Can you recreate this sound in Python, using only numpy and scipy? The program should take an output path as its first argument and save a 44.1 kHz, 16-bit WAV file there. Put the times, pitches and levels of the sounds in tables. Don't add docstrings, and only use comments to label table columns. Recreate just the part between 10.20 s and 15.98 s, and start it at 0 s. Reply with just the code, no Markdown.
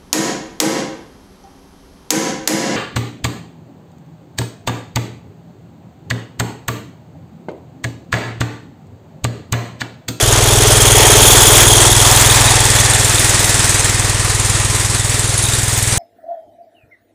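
import sys
import numpy as np
from scipy import signal
from scipy.io import wavfile
from scipy.ndimage import uniform_filter1d

SR = 44100
rng = np.random.default_rng(int(sys.argv[2]) if len(sys.argv) > 2 else 0)


def magnitude_from_level(level_db):
    exponent = np.asarray(level_db, float) / 20
    return 10 ** exponent


def transcribe(signal):
    frames = np.atleast_2d(signal).T
    limited = np.clip(frames, -1, 1)
    pcm = np.round(limited * 32767).astype(np.int16)
    wavfile.write(sys.argv[1], SR, pcm)


N = 254898
TIME = np.arange(N) / SR
HOP = 128
HZ = np.fft.rfftfreq(4 * HOP, 1 / SR)[:, None]


def evened(x):
    return x / np.sqrt(np.mean(x ** 2) + 1e-20)


def smooth_random(size):
    return evened(uniform_filter1d(rng.standard_normal(N), size=size))


def curves(table):
    s, *columns = np.transpose(table)
    return [np.interp(TIME, s, c) for c in columns]


def read(points):
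    f, value = np.transpose(points)
    return np.interp(np.log(HZ + 1), np.log(f + 1), value)


def by_frame(away):
    return np.append(away[::HOP], np.full(6, away[-1]))


def ring(hz, t60):
    t = TIME[:SR // 2]
    return magnitude_from_level(-60 * t / t60) * np.sin(2 * np.pi * hz * t)


def burst(turns, at, rise, fall, spread_db):
    place = turns - at + 1
    since = place % 1
    strength = magnitude_from_level(spread_db * rng.standard_normal(200))[place.astype(int)]
    return strength * (1 - np.exp(-since / rise)) ** 2 * np.exp(-since / fall)


def blows(turns, at, spread_db):
    clicks = np.diff(np.floor(turns - at), prepend=np.floor(turns[0] - at) - 1)
    clicks[0] = 0
    return clicks * magnitude_from_level(spread_db * rng.standard_normal(N))


def noise(colour_db, patchy_db):
    a, b, patches = rng.standard_normal((colour_db.shape[1], colour_db.shape[0], 3)).T
    patches = uniform_filter1d(patches, size=6, axis=0)
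    patches = evened(uniform_filter1d(patches, size=16, axis=1))
    z = (a + 1j * b) * magnitude_from_level(colour_db + patchy_db * patches)
    out = signal.istft(z, nperseg=4 * HOP, noverlap=3 * HOP)[1][:N]
    return out / np.sqrt(uniform_filter1d(out ** 2, size=SR // 2))


def swell(s, width, db):
    return db * np.exp(-((TIME - s) / width) ** 2)


def levels():
    # (time [s], level [dB])
    nearness = [
        (0, -7),
        (.6, -3),
        (1.2, 0.5),
        (1.7, -1.5),
        (2.4, -5.5),
        (3.5, -7.5),
        (3.95, -11),
        (4.6, -11),
        (5.2, -11),
        (5.78, -11.5),
    ]
    parts = {"thump": (-17.5, 0.14, 0.01), "knock": (-22, 0.55, 0.01), "airbox": (-33.5, 0.58, 0.0052),
             "squeak": (-18, 0.8, 1), "wash": (-15, 0.93, 1), "jet": (-10, 1.06, .99),
             "spray": (-26.5, 1.2, 5.4), "low panels": (-17, 1.61, 0.01),
             "middle panels": (-28.5, 0.86, 0.01), "high panels": (-32, 0.52, 0.01)}
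    # (part, time [s], half width [s], level [dB])
    facing = [("thump", 0.55, 1.18, 5.6), ("thump", 2, 0.99, 3.6), ("spray", 3.06, .5, 3.8),
              ("knock", 1.2, 0.36, 1.7), ("spray", 2.69, 0.06, -18), ("spray", 4.42, 0.045, -7),
              ("squeak", 1.25, 0.43, 3.5), ("low panels", 0.24, 0.39, 4), ("squeak", 0.13, 0.59, -3.2),
              ("jet", .05, .3, -2.4), ("knock", 0.55, 1.1, 11.8), ("wash", 0.098, 0.44, 1.26),
              ("wash", 3.5, 0.62, 1), ("thump", 4.14, 0.63, 3.2), ("airbox", 0.41, 0.56, 12),
              ("airbox", 1.57, 0.27, 14), ("squeak", 1.84, .3, 2.8), ("squeak", 3.93, 0.51, -28),
              ("jet", 3.7, 0.93, 0.86), ("spray", 1.2, 0.25, 4.8), ("spray", 5.5, .35, 4.5),
              ("low panels", 0.86, .15, 5.9), ("low panels", 2.22, .45, 6),
              ("middle panels", 2.2, 0.46, 17.5), ("middle panels", 4.25, 0.94, 17),
              ("high panels", 0.86, 0.11, 18), ("high panels", 2.34, 0.9, 18.3),
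              ("high panels", 3.99, 1, 17.2)]
    # (time [s], half width [s], level [dB])
    lurches = [(1.76, 0.15, -1), (1.98, 0.16, 1.5), (2.24, 0.022, 0), (2.41, .07, 0), (2.6, 0.02, 1.5),
               (2.69, 0.019, -0.5), (3.17, 0.021, -1.5), (3.95, 0.043, -1), (4.42, 0.05, 0),
               (4.83, 0.013, -3), (5.0, 0.084, -0.5), (5.58, 0.024, 1.5)]
    near_db = curves(nearness)[0]
    lurch_db = sum(swell(*row) for row in lurches)
    out = {}
    for part, (db, follow, shaken) in parts.items():
        out[part] = db + follow * near_db + shaken * lurch_db
    for part, *row in facing:
        out[part] = out[part] + swell(*row)
    return out


def engine_load(turns, away):
    firing = .55 * burst(turns, .84, .05, .2, 1.5)
    intake = .6 * (1 - .8 * away) * burst(turns, .52, .04, .15, 2.5)
    exhaust = .35 * burst(turns, .08, .04, .15, 2.5)
    return evened(1 + firing + intake + exhaust)


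def fan_wash(away, load):
    # (frequency [Hz], density [dB per Hz])
    close_wash = [(110, -25), (180, -10.5), (247, -7.5), (424, -3.5), (663, -1), (741, -6.5), (1080, -5),
                  (2400, -9), (3290, -7), (4600, -11), (6550, -8), (10000, -19), (11200, -47), (13000, -14),
                  (15400, -70)]
    # (frequency [Hz], density [dB per Hz])
    distant_wash = [(110, -32), (180, 1.5), (238, -6.5), (352, -6.5), (511, -7.5), (727, -8), (1450, -7.5),
                    (1880, -4), (2940, -10.5), (3540, -7), (5640, -9), (8500, -2), (10800, -11),
                    (12800, -26), (15400, -37)]
    share = by_frame(away)
    colour_db = (1 - share) * read(close_wash) + share * read(distant_wash)
    return noise(colour_db, patchy_db=0.83) * load * magnitude_from_level(0.92 * smooth_random(2500))


def spray(away, load):
    # (frequency [Hz], level [dB])
    fizz = [(10500, -22), (12250, -15), (12800, -4), (13400, -4), (14300, -2), (15300, -9), (15600, -36)]
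    return noise(read(fizz) + 0 * by_frame(away), patchy_db=4.0) * load ** (3.6 - 2.8 * away)


def chains():
    # (time [s], peak level [dB], frequency [Hz])
    clinks = [
        (5.0744, -13, 9100),
        (5.1767, -6, 10000),
        (5.225, -8, 9800),
        (5.252, -8.5, 9900),
        (5.3492, -12, 9710),
        (5.6266, -14, 11000),
    ]
    # (time [s], peak level [dB], frequency [Hz])
    clanks = [
        (2.1016, -5, 3730),
        (2.2782, -4.5, 3740),
        (2.586, -7, 3400),
        (2.9816, -8, 3640),
        (5.2405, -17, 3700),
        (5.2646, -13, 3700),
        (5.2856, -17, 3830),
        (5.3358, -15, 3730),
    ]
    out = np.zeros(N + SR)
    for s, db, hz in clinks + clanks:
        clink = ring(hz, .04) + .8 * ring(hz * 1.03, .035) + .5 * ring(hz * .655, .04)
        clink *= 1 - np.exp(-TIME[:len(clink)] / 0.0014)
        out[round(s * SR):][:len(clink)] += magnitude_from_level(db + 1.0) * clink
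    return out[:N]


def panel_hum(turns, groups_db):
    # (frequency [Hz], width [Hz], level [dB])
    panels = [
        [(745, 17, -10), (836, 27, -12.5), (894, 64, -6.5)],
        [(1018, 18, -14), (1187, 60, -14.5)],
        [(1814, 220, -10), (1960, 250, -17), (2520, 250, -14.5)],
    ]
    out = np.zeros(N)
    for group, level_db in zip(panels, groups_db):
        shake = .35 + burst(turns, .9, .03, .15, 2.5) + .7 * burst(turns, .45, .03, .15, 2.5)
        for hz, width, db in group:
            band = signal.butter(1, [hz - width / 2, hz + width / 2], "bandpass", fs=SR)
            out += magnitude_from_level(db + level_db) * evened(signal.lfilter(*band, shake * rng.standard_normal(N)))
    return out


def valve_knock(turns, modes):
    column = sum(magnitude_from_level(db) * ring(hz, t60) for hz, db, t60 in modes)
    column = column * (1 - np.exp(-TIME[:len(column)] / .002))
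    return evened(signal.oaconvolve(blows(turns, .465, 1.0), column)[:N])


def airbox(turns):
    # (frequency [Hz], level [dB], t60 [s])
    housing = [(361.3, 5.5, 0.14), (320.6, -3, 0.33)]
    return valve_knock(turns, housing)


def intake(turns):
    # (frequency [Hz], level [dB], t60 [s])
    air_column = [(418.7, 7, 0.058), (430, -8, 0.094)]
    return valve_knock(turns, air_column)


def belt_squeak(turns, hz, away):
    overtones = [6.2, 4.5, 5.5, -8]
    turns = turns - .07 * np.sqrt(away + TIME / 20)
    bite = rng.random(N // 130 + 1)[np.arange(N) // 130] ** 1.5
    flutter = smooth_random(25)
    phase = 2 * np.pi * np.cumsum(hz * (.95 + .145 * bite + .016 * flutter)) / SR
    tone = sum(magnitude_from_level(db) * np.cos((k + 1) * phase) for k, db in enumerate(overtones))
    rub_band = signal.butter(2, [9800, 14000], "bandpass", fs=SR)
    rub = signal.lfilter(*rub_band, rng.standard_normal(N))
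    grip = magnitude_from_level(4.8 * smooth_random(70))
    slips = .06 + .8 * burst(turns, .03, .04, .14, 2) + burst(turns, .53, .04, .12, 2)
    return evened((evened(tone) + magnitude_from_level(-10 - 23 * away) * evened(rub)) * grip * slips)


def exhaust_jet(turns, away):
    # (frequency [Hz], level [dB])
    jet_colour = [(1000, -13), (2000, -20), (4000, -13.5), (6000, -4), (7600, 1.5), (8400, 3), (9600, -2),
                  (10800, -8), (12200, -14.5), (15500, -18)]
    shade_db = 1.5 * (1 - by_frame(away)) * (HZ < 6830)
    hiss = noise(read(jet_colour) + shade_db, patchy_db=2.7)
    late = turns - .045 * away
    puffs = .02 + burst(late, .835, .045, .05, 1.3)
    puffs += .09 * burst(late, .95, .04, .2, 2.5)
    puffs += .05 * burst(turns, .13, .01, .03, 5)
    puffs += .09 * (1 - .7 * away) * burst(turns, .53, .04, .15, 2.5)
    return evened(hiss * puffs)


def muffler_thump(turns, away):
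    # (frequency [Hz], signed share [1], t60 [s])
    close_rings = [(102, -.53, .128), (34.3, .31, .184), (128.6, .435, .132), (63, -.157, .118),
                   (202, .02, .3)]
    # (frequency [Hz], signed share [1], t60 [s])
    distant_rings = [(105.8, -.314, .152), (35, .176, .108), (122, -.049, .5), (156.5, .018, .5),
                     (200, .018, .25)]
    near = sum(share * ring(hz, t60) for hz, share, t60 in close_rings)
    far = sum(share * ring(hz, t60) for hz, share, t60 in distant_rings)
    near = evened(signal.oaconvolve(blows(turns, -.174, .4), near)[:N])
    far = evened(signal.oaconvolve(blows(turns, -.133, .4), far)[:N])
    return (1 - away) * near + away * far


def scene():
    # (time [s], firing rate [1/s])
    firing = [
        (0, 20.185),
        (.5, 20.29),
        (1, 19.849),
        (1.5, 20.232),
        (2.5, 20.425),
        (3.5, 19.909),
        (4.25, 19.867),
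        (5.5, 20.739),
        (5.78, 20.212),
    ]
    # (time [s], away [0-1], belt pitch [Hz])
    leaving = [
        (0, 0, 3280),
        (1.3, 0.11, 3320),
        (2.1, 0.48, 3438),
        (3, 0.71, 3502),
        (3.9, 0.7, 3446),
        (5.78, 0.96, 3653),
    ]
    turns = .3476 + np.cumsum(curves(firing)[0]) / SR
    away, belt_hz = curves(leaving)
    level = levels()
    load = engine_load(turns, away)
    panels_db = [level[group + " panels"] for group in ("low", "middle", "high")]
    mix = magnitude_from_level(level["wash"] + 4.5 + 2.9 * away) * fan_wash(away, load)
    mix += magnitude_from_level(level["spray"]) * spray(away, load)
    mix += chains()
    mix += panel_hum(turns, panels_db)
    mix += magnitude_from_level(level["airbox"]) * airbox(turns)
    mix += magnitude_from_level(level["knock"] - 7.0 - 5.0 * away) * intake(turns)
    mix += magnitude_from_level(level["squeak"] + 7.5 - 12.3 * away) * belt_squeak(turns, belt_hz, away)
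    mix += magnitude_from_level(level["jet"] - 1.0) * exhaust_jet(turns, away)
    mix += magnitude_from_level(level["thump"] - 0.2) * muffler_thump(turns, away)
    return mix[None]


def overload(x):
    knee = 12.0
    return x / (1 + abs(x / 0.88) ** knee) ** (1 / knee)


def starve_treble(x, below_db, wobble_db):
    hz, t, z = signal.stft(x, SR, nperseg=2048, noverlap=1536)
    power = uniform_filter1d(abs(z) ** 2, size=12, axis=0)
    power_db = 10 * np.log10(uniform_filter1d(power, size=6, axis=1) + 1e-16)
    hiss_db = power_db[(hz > 6000) & (hz < 10000)].mean(0)
    wobble = rng.standard_normal((len(t), len(hz)))
    wobble = evened(uniform_filter1d(wobble, size=12, axis=0)).T
    wobble = wobble[np.arange(len(hz)) // 7]
    kept = (power_db + wobble_db * wobble > hiss_db - below_db) | (hz[:, None] < 11200)
    kept &= (hz[:, None] < 15330) & (hz[:, None] > 5)
    return signal.istft(z * kept, SR, nperseg=2048, noverlap=1536)[1][:N]


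def low_pass(x):
    return signal.sosfilt(signal.butter(12, 15570, fs=SR, output="sos"), x)


def record(dry):
    thinned = starve_treble(overload(dry[0]), below_db=16.0, wobble_db=5.0)
    return low_pass(thinned[None])


dry = scene()
out = record(dry)
transcribe(out)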